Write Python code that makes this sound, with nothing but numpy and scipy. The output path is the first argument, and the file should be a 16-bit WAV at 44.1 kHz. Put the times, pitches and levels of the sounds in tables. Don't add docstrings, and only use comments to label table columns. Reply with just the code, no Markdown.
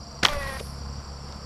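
import sys
import numpy as np
from scipy import signal
from scipy.fft import rfft, irfft
from scipy.io import wavfile

SR = 44100
rng = np.random.default_rng(int(sys.argv[2]) if len(sys.argv) > 2 else 0)


def output_pcm(signal):
    pcm = np.clip(np.atleast_2d(signal).T, -1, 1) * 32767
    wavfile.write(sys.argv[1], SR, np.round(pcm).astype(np.int16))


def boost(x):
    u = np.asarray(x, float) / 20
    return 10 ** u


N = 63945
T = np.arange(N) / SR

# f/Hz, density [dB per Hz]
RUBBER_COLOUR = [(59, -41), (100, -3.5), (917, -4), (1060, -5), (1620, -6.5), (3250, -10.5), (5510, -13.5),
                 (15500, -34.5)]
JERK_S = 0.593


def rms_one(x):
    return x / np.sqrt(np.mean(x ** 2) + 1e-20)


def in_time(rows):
    s, *columns = np.transpose(rows)
    return [np.interp(T, s, c) for c in columns]


def drift(hz):
    r = np.exp(-2 * np.pi * hz / SR)
    wander = signal.lfilter([1], [1, -2 * r, r * r], rng.standard_normal(N + SR))
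    return rms_one(wander[SR:])


def coloured(points):
    hz, db = np.transpose(points)
    grid = np.maximum(np.arange(N // 2 + 1) * SR / N, 1)
    gain = boost(np.interp(np.log(grid), np.log(hz), db, left=-90, right=-90))
    return rms_one(irfft(rfft(rng.standard_normal(N)) * gain, N))


def lowpass(x, hz):
    return signal.sosfilt(signal.butter(2, hz, fs=SR, output="sos"), x)


def bandpass(x, low_hz, high_hz):
    return signal.sosfilt(signal.butter(2, [low_hz, high_hz], "band", fs=SR, output="sos"), x)


def resonate(x, hz, width_hz):
    r = np.exp(-np.pi * width_hz / SR)
    poles = [1, -2 * r * np.cos(2 * np.pi * hz / SR), r * r]
    return signal.lfilter([(1 - r * r) / 2, 0, (r * r - 1) / 2], poles, x)


def band(hz, width_hz):
    x = rng.standard_normal(N)
    for _ in range(4):
        x = resonate(x, hz, width_hz * 2.22)
    return rms_one(x)


def after(s, t60):
    since = T - s
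    return (since >= 0) * boost(-60 * np.clip(since, 0, 3 * t60) / t60)


def rings(rows, sign):
    load_cycles = 1.12
    out = 0
    for s, db, hz, t60 in rows:
        swell = 1 - np.exp(-np.clip((T - s) * hz / load_cycles * 3, 0, 30) ** 2)
        out = out + sign * boost(db) * swell * after(s, t60) * np.sin(2 * np.pi * hz * (T - s))
    return out


def air():
    # f/Hz, density [dB per Hz]
    air_colour = [(20, -10), (60, -3), (140, -8), (200, -6), (320, -14), (1250, -13.5), (1800, -25),
                  (6500, -37), (15500, -51.5)]
    # f/Hz, width [Hz], level/dB, change [dB per s]
    drone_bands = [(478, 40, -59.5, -1.5), (1088, 220, -59, -5.5), (683, 60, -53, -11),
                   (204.3, 45, -57, -4.5)]
    floor_db, rise_db, rise_s, sway_db = -46.5, 2.5, 0.32, 0.7
    level = floor_db + rise_db * np.clip(T / rise_s, 0, 1) + sway_db * drift(3.9)
    drone = sum(boost(db + change_db * T) * band(hz, width) for hz, width, db, change_db in drone_bands)
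    return boost(level) * coloured(air_colour) + drone


def chorus():
    # f/Hz, width [Hz], level/dB, throbs [per s], change [dB per s]
    singers = [(4300, 300, -62, 110, -2.5), (4600, 265, -54.5, 71, 0.3), (4830, 61, -54, 76, -4),
               (5290, 400, -56.5, 18, 3), (5735, 18, -58, 26, -2.5), (7190, 520, -65.5, 54, -0.7),
               (7620, 170, -65, 110, 0.8), (9200, 1400, -73, 61, 1.5)]
    throb_db = 1
    out = 0
    for hz, width, db, rate, change_db in singers:
        throb = throb_db * np.sin(2 * np.pi * rate * T + 0.9 * drift(3.8))
        level = db + change_db * T + throb + 0.62 * drift(0.91)
        out = out + boost(level) * band(hz, width)
    return out


def cricket():
    chirps_per_s, chirp_s = 25.8, 0.778
    wing_hz, wing_db, fade_db_per_s, octave_db, jitter = 5750, -51, 3.5, -24, 0.002
    chirp = np.clip(0.45 + np.cos(2 * np.pi * chirps_per_s * (T - chirp_s)), 0, 1)
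    breath = 0
    for hz, db in ((5630, -58), (5480, -59)):
        breath = breath + boost(db + 0.74 * drift(3.8)) * (chirp + 0.2) * band(hz, 61)
    phase = 2 * np.pi * wing_hz * np.cumsum(1 + jitter * drift(81)) / SR
    wing = np.sin(phase) + boost(octave_db) * np.sin(2 * phase)
    return breath + boost(wing_db - fade_db_per_s * T + 0.66 * drift(70)) * chirp * wing


def pump():
    # t/s, level/dB
    throb = [(0, -40), (.05, -48.5), (.19, -42.5), (.30, -42.5), (.42, -41.5), (.46, -38.5), (.67, -38.5),
             (.99, -37.5), (1.03, -44.5), (1.17, -39.5), (1.27, -41), (1.38, -40.5), (1.45, -39.5)]
    # multiple of the engine rate, level/dB
    orders = [(1, -20), (2, 2), (3, -14), (4, -3.5), (5, -14), (6, -11.5), (7, -23), (8, -31.5),
              (14, -15.5), (30, -16)]
    engine_hz, firing_s, wobble_db = 34.72, 0.6985, 2.2
    db, = in_time(throb)
    phase = 2 * np.pi * engine_hz * (T - firing_s)
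    tone = sum(boost(d + wobble_db * drift(10.6)) * np.cos(k * phase) for k, d in orders)
    return boost(db) * tone * 1.045


def knocks():
    # t/s, level/dB, f/Hz, t60 [s]
    thumps = [
        (.231, -15, 193, 0.026),
        (.238, -10.5, 93.5, 0.022),
        (.248, -20, 220, 0.022),
        (.30, -24.5, 21.4, 0.55),
        (.368, -11, 63.5, 0.03),
        (.375, -41, 27.4, 0.34),
    ]
    return rings(thumps, -1.17)


def line_hiss():
    # t/s, level/dB
    hiss = [
        (.23, -89),
        (.26, -57),
        (.375, -54),
        (.392, -50),
        (.66, -52.5),
        (.71, -60),
        (.90, -78),
        (1.0, -92),
    ]
    # f/Hz, density [dB per Hz]
    hiss_colour = [(3650, -28), (6200, -8), (7140, -23), (8360, -10), (9310, -3.5), (11000, -3),
                   (15500, -29)]
    db, = in_time(hiss)
    return boost(db + 1.8 * drift(28)) * coloured(hiss_colour)


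def line_jerk():
    length_s, level_db, top_hz, fork_hz = 0.013, -37.5, 5200, 1700
    pull = np.clip((JERK_S + length_s - T) / 0.0043, 0, 1)
    tail = boost(-11) * after(JERK_S, 0.12)
    rustle = boost(-19) * after(JERK_S, 0.9)
    gate = np.clip((T - JERK_S) / 0.0045, 0, 1) * (pull + tail + rustle)
    scrape = bandpass(rng.standard_normal(N), 300, top_hz)
    scrape = lowpass(scrape, 2 * top_hz)
    scrape = scrape + 1.5 * resonate(scrape, fork_hz, fork_hz)
    return boost(level_db) * gate * rms_one(scrape)


def spool():
    # t/s, loops [per s], level/dB, brightness [dB per octave]
    loops = [(.272, 290, -43, -6.5), (.292, 301, -35.5, 0.5), (.325, 293, -36, 0), (.395, 281, -39, 0),
             (.411, 281, -35.5, -2), (.423, 275, -40, 2), (.46, 271, -36.5, -1.5), (.495, 271, -36.5, 0),
             (.52, 266, -39, -1), (.555, 268, -39, -1.5), (.571, 264, -36.5, -2), (.593, 258, -37.5, 2)]
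    # f/Hz, width [Hz], level/dB
    spool_modes = [(609, 106, 0), (840, 200, -21), (1145, 138, -4.5), (1557, 66, -9), (1918, 113, -1.5),
                   (2480, 230, -16), (3320, 340, -24)]
    # f/Hz, density [dB per Hz]
    lip_colour = [(150, -19), (500, -0.5), (1200, -4), (2200, -2.5), (3000, -14), (4600, -5), (6500, -22.5),
                  (15000, -26)]
    jitter, wobble_db, valley_db, top_hz = 0.008, 2.5, -19, 3800
    rub_db, last_loop_s = -4, 0.574
    rate, db, bright_db = in_time(loops)
    phase = 2 * np.pi * np.cumsum(rate * (1 + jitter * drift(49))) / SR
    tone = 0
    for k in range(2, 16):
        hz = k * rate
        body = sum(boost(d) / np.sqrt(1 + (2 * (hz - f) / w) ** 4) for f, w, d in spool_modes)
        valley = boost(valley_db) / (1 + (hz / top_hz) ** 4)
        gain = boost(bright_db * np.log2(k / 4) + wobble_db * drift(45))
        tone = tone + (body + valley) * gain * np.cos(k * phase + rng.uniform(0, 6.04))
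    tone = tone * np.clip((last_loop_s - T) * 500, 0, 1)
    rub = coloured(lip_colour) * (1 + 0.11 * np.cos(phase)) * boost(2.6 * drift(32))
    running = (T > loops[0][0]) & (T < loops[-1][0])
    return running * boost(db) * (1.22 * tone + boost(rub_db) * rub)


def slack_bands():
    start_s = 0.231
    rattle = boost(-26.5 + 2.8 * drift(118)) * after(start_s, 0.31) * coloured(RUBBER_COLOUR)
    whip = boost(-45.5) * after(0.250, 0.25) * band(12600, 2700)
    ticks_per_s = 3800
    ticks = (rng.random(N) < ticks_per_s / SR) * rng.standard_normal(N) * after(start_s, 0.16)
    crackle = ticks + 1e-18
    for _ in range(3):
        crackle = resonate(crackle, 2600, 5000)
    return rattle + whip + boost(-22) * 2.8 * crackle


def contacts():
    # t/s, peak level/dB, f/Hz, t60 [s]
    snaps = [(0.2283, -10.5, 704, 0.0037), (0.2296, -9.5, 2440, 0.003), (0.2312, -11, 1565, 0.01),
             (.2317, -9, 2350, 0.0044), (0.233, -4.5, 4600, 0.0024), (0.2318, -23.5, 7400, 0.006),
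             (0.2348, -9, 3420, 0.0033), (.2356, -21, 5600, 0.0016), (0.2360, -2.5, 1730, 0.0032),
             (.2340, -19, 510, 0.019), (0.2493, -8, 5660, 0.0053), (.2509, 2.5, 3600, 0.0014),
             (.2520, -11, 2600, 0.0061), (0.2527, -25.5, 464, 0.038), (.2517, 1, 4600, 0.002),
             (0.251, -8.5, 5140, 0.0012), (.2505, -10, 1070, 0.022), (0.254, -11.5, 1484, 0.017),
             (.2545, -7, 2190, 0.004), (0.2549, -4.5, 1920, 0.0063), (0.2581, -15, 2930, 0.0046),
             (.2600, -14.5, 780, 0.017), (0.2614, -7.5, 2080, 0.0032), (0.2619, -5.5, 3460, 0.0026),
             (0.2621, -10, 5400, 0.0014), (.2640, -18, 2280, 0.004), (0.262, -30, 11000, .001),
             (0.2685, -19, 4600, 0.0059), (0.2682, -17, 1830, 0.0083), (0.2732, -14, 850, 0.006),
             (0.2748, -27, 3000, 0.0032), (.2775, -23.5, 1170, 0.011), (0.285, -13.5, 3300, 0.007),
             (0.2884, -17.5, 920, 0.011), (.3125, -34, 6500, 0.0062), (.3348, -20, 8700, 0.00074),
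             (0.332, -29.5, 1485, 0.044), (0.432, -31, 6300, 0.0023), (0.6043, -18.5, 420, 0.0099),
             (0.6095, -21, 516, 0.019), (.6020, -45, 4800, 0.003), (.6700, -29, 4000, 0.0018),
             (1.105, -53, 3000, 0.0021), (1.290, -37, 4000, .003), (1.325, -23, 4300, 0.0012)]
    spit_db, spit_t60_s, full_hz, top_hz = -13, 0.0036, 2900, 7300
    spit = 0
    for s, db, hz, _ in snaps:
        spit = spit + boost(db + spit_db) * min(hz / full_hz, 1) * after(s, spit_t60_s)
    return rings(snaps, 1.0) + lowpass(coloured(RUBBER_COLOUR) * spit, top_hz)


def slap():
    slap_s, level_db, ring_hz, rise_s, fall_s = 0.2530, -2.5, 3240, 0.0007, 0.0012
    rasp_db, rasp_s = -14, 0.0028
    since = T - slap_s
    shape = np.exp(-(since / np.where(since < 0, rise_s, fall_s)) ** 2)
    ring = boost(level_db) * shape * np.cos(2 * np.pi * ring_hz * since)
    rasp = bandpass(coloured(RUBBER_COLOUR), 1000, 6500)
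    return ring + boost(rasp_db) * np.exp(-(since / rasp_s) ** 2) * rasp


def scene():
    background = air() + chorus() + cricket() + pump()
    tether = line_hiss() + line_jerk() + spool()
    shot = knocks() + slack_bands() + contacts() + slap()
    return (background + tether + shot)[None]


def band_limit(x):
    return signal.sosfilt(signal.butter(12, 15750, fs=SR, output="sos"), x)


def record(dry):
    overload, mic_top_hz, cutoff_hz = 0.92, 15000, 16500
    rounded = dry / (1 + (dry / overload) ** 4) ** 0.25
    dull = signal.sosfilt(signal.butter(6, mic_top_hz, fs=SR, output="sos"), rounded)
    finished = signal.sosfilt(signal.cheby2(12, 60, cutoff_hz, fs=SR, output="sos"), dull)
    return band_limit(finished)


dry = scene()
out = record(dry)
output_pcm(out)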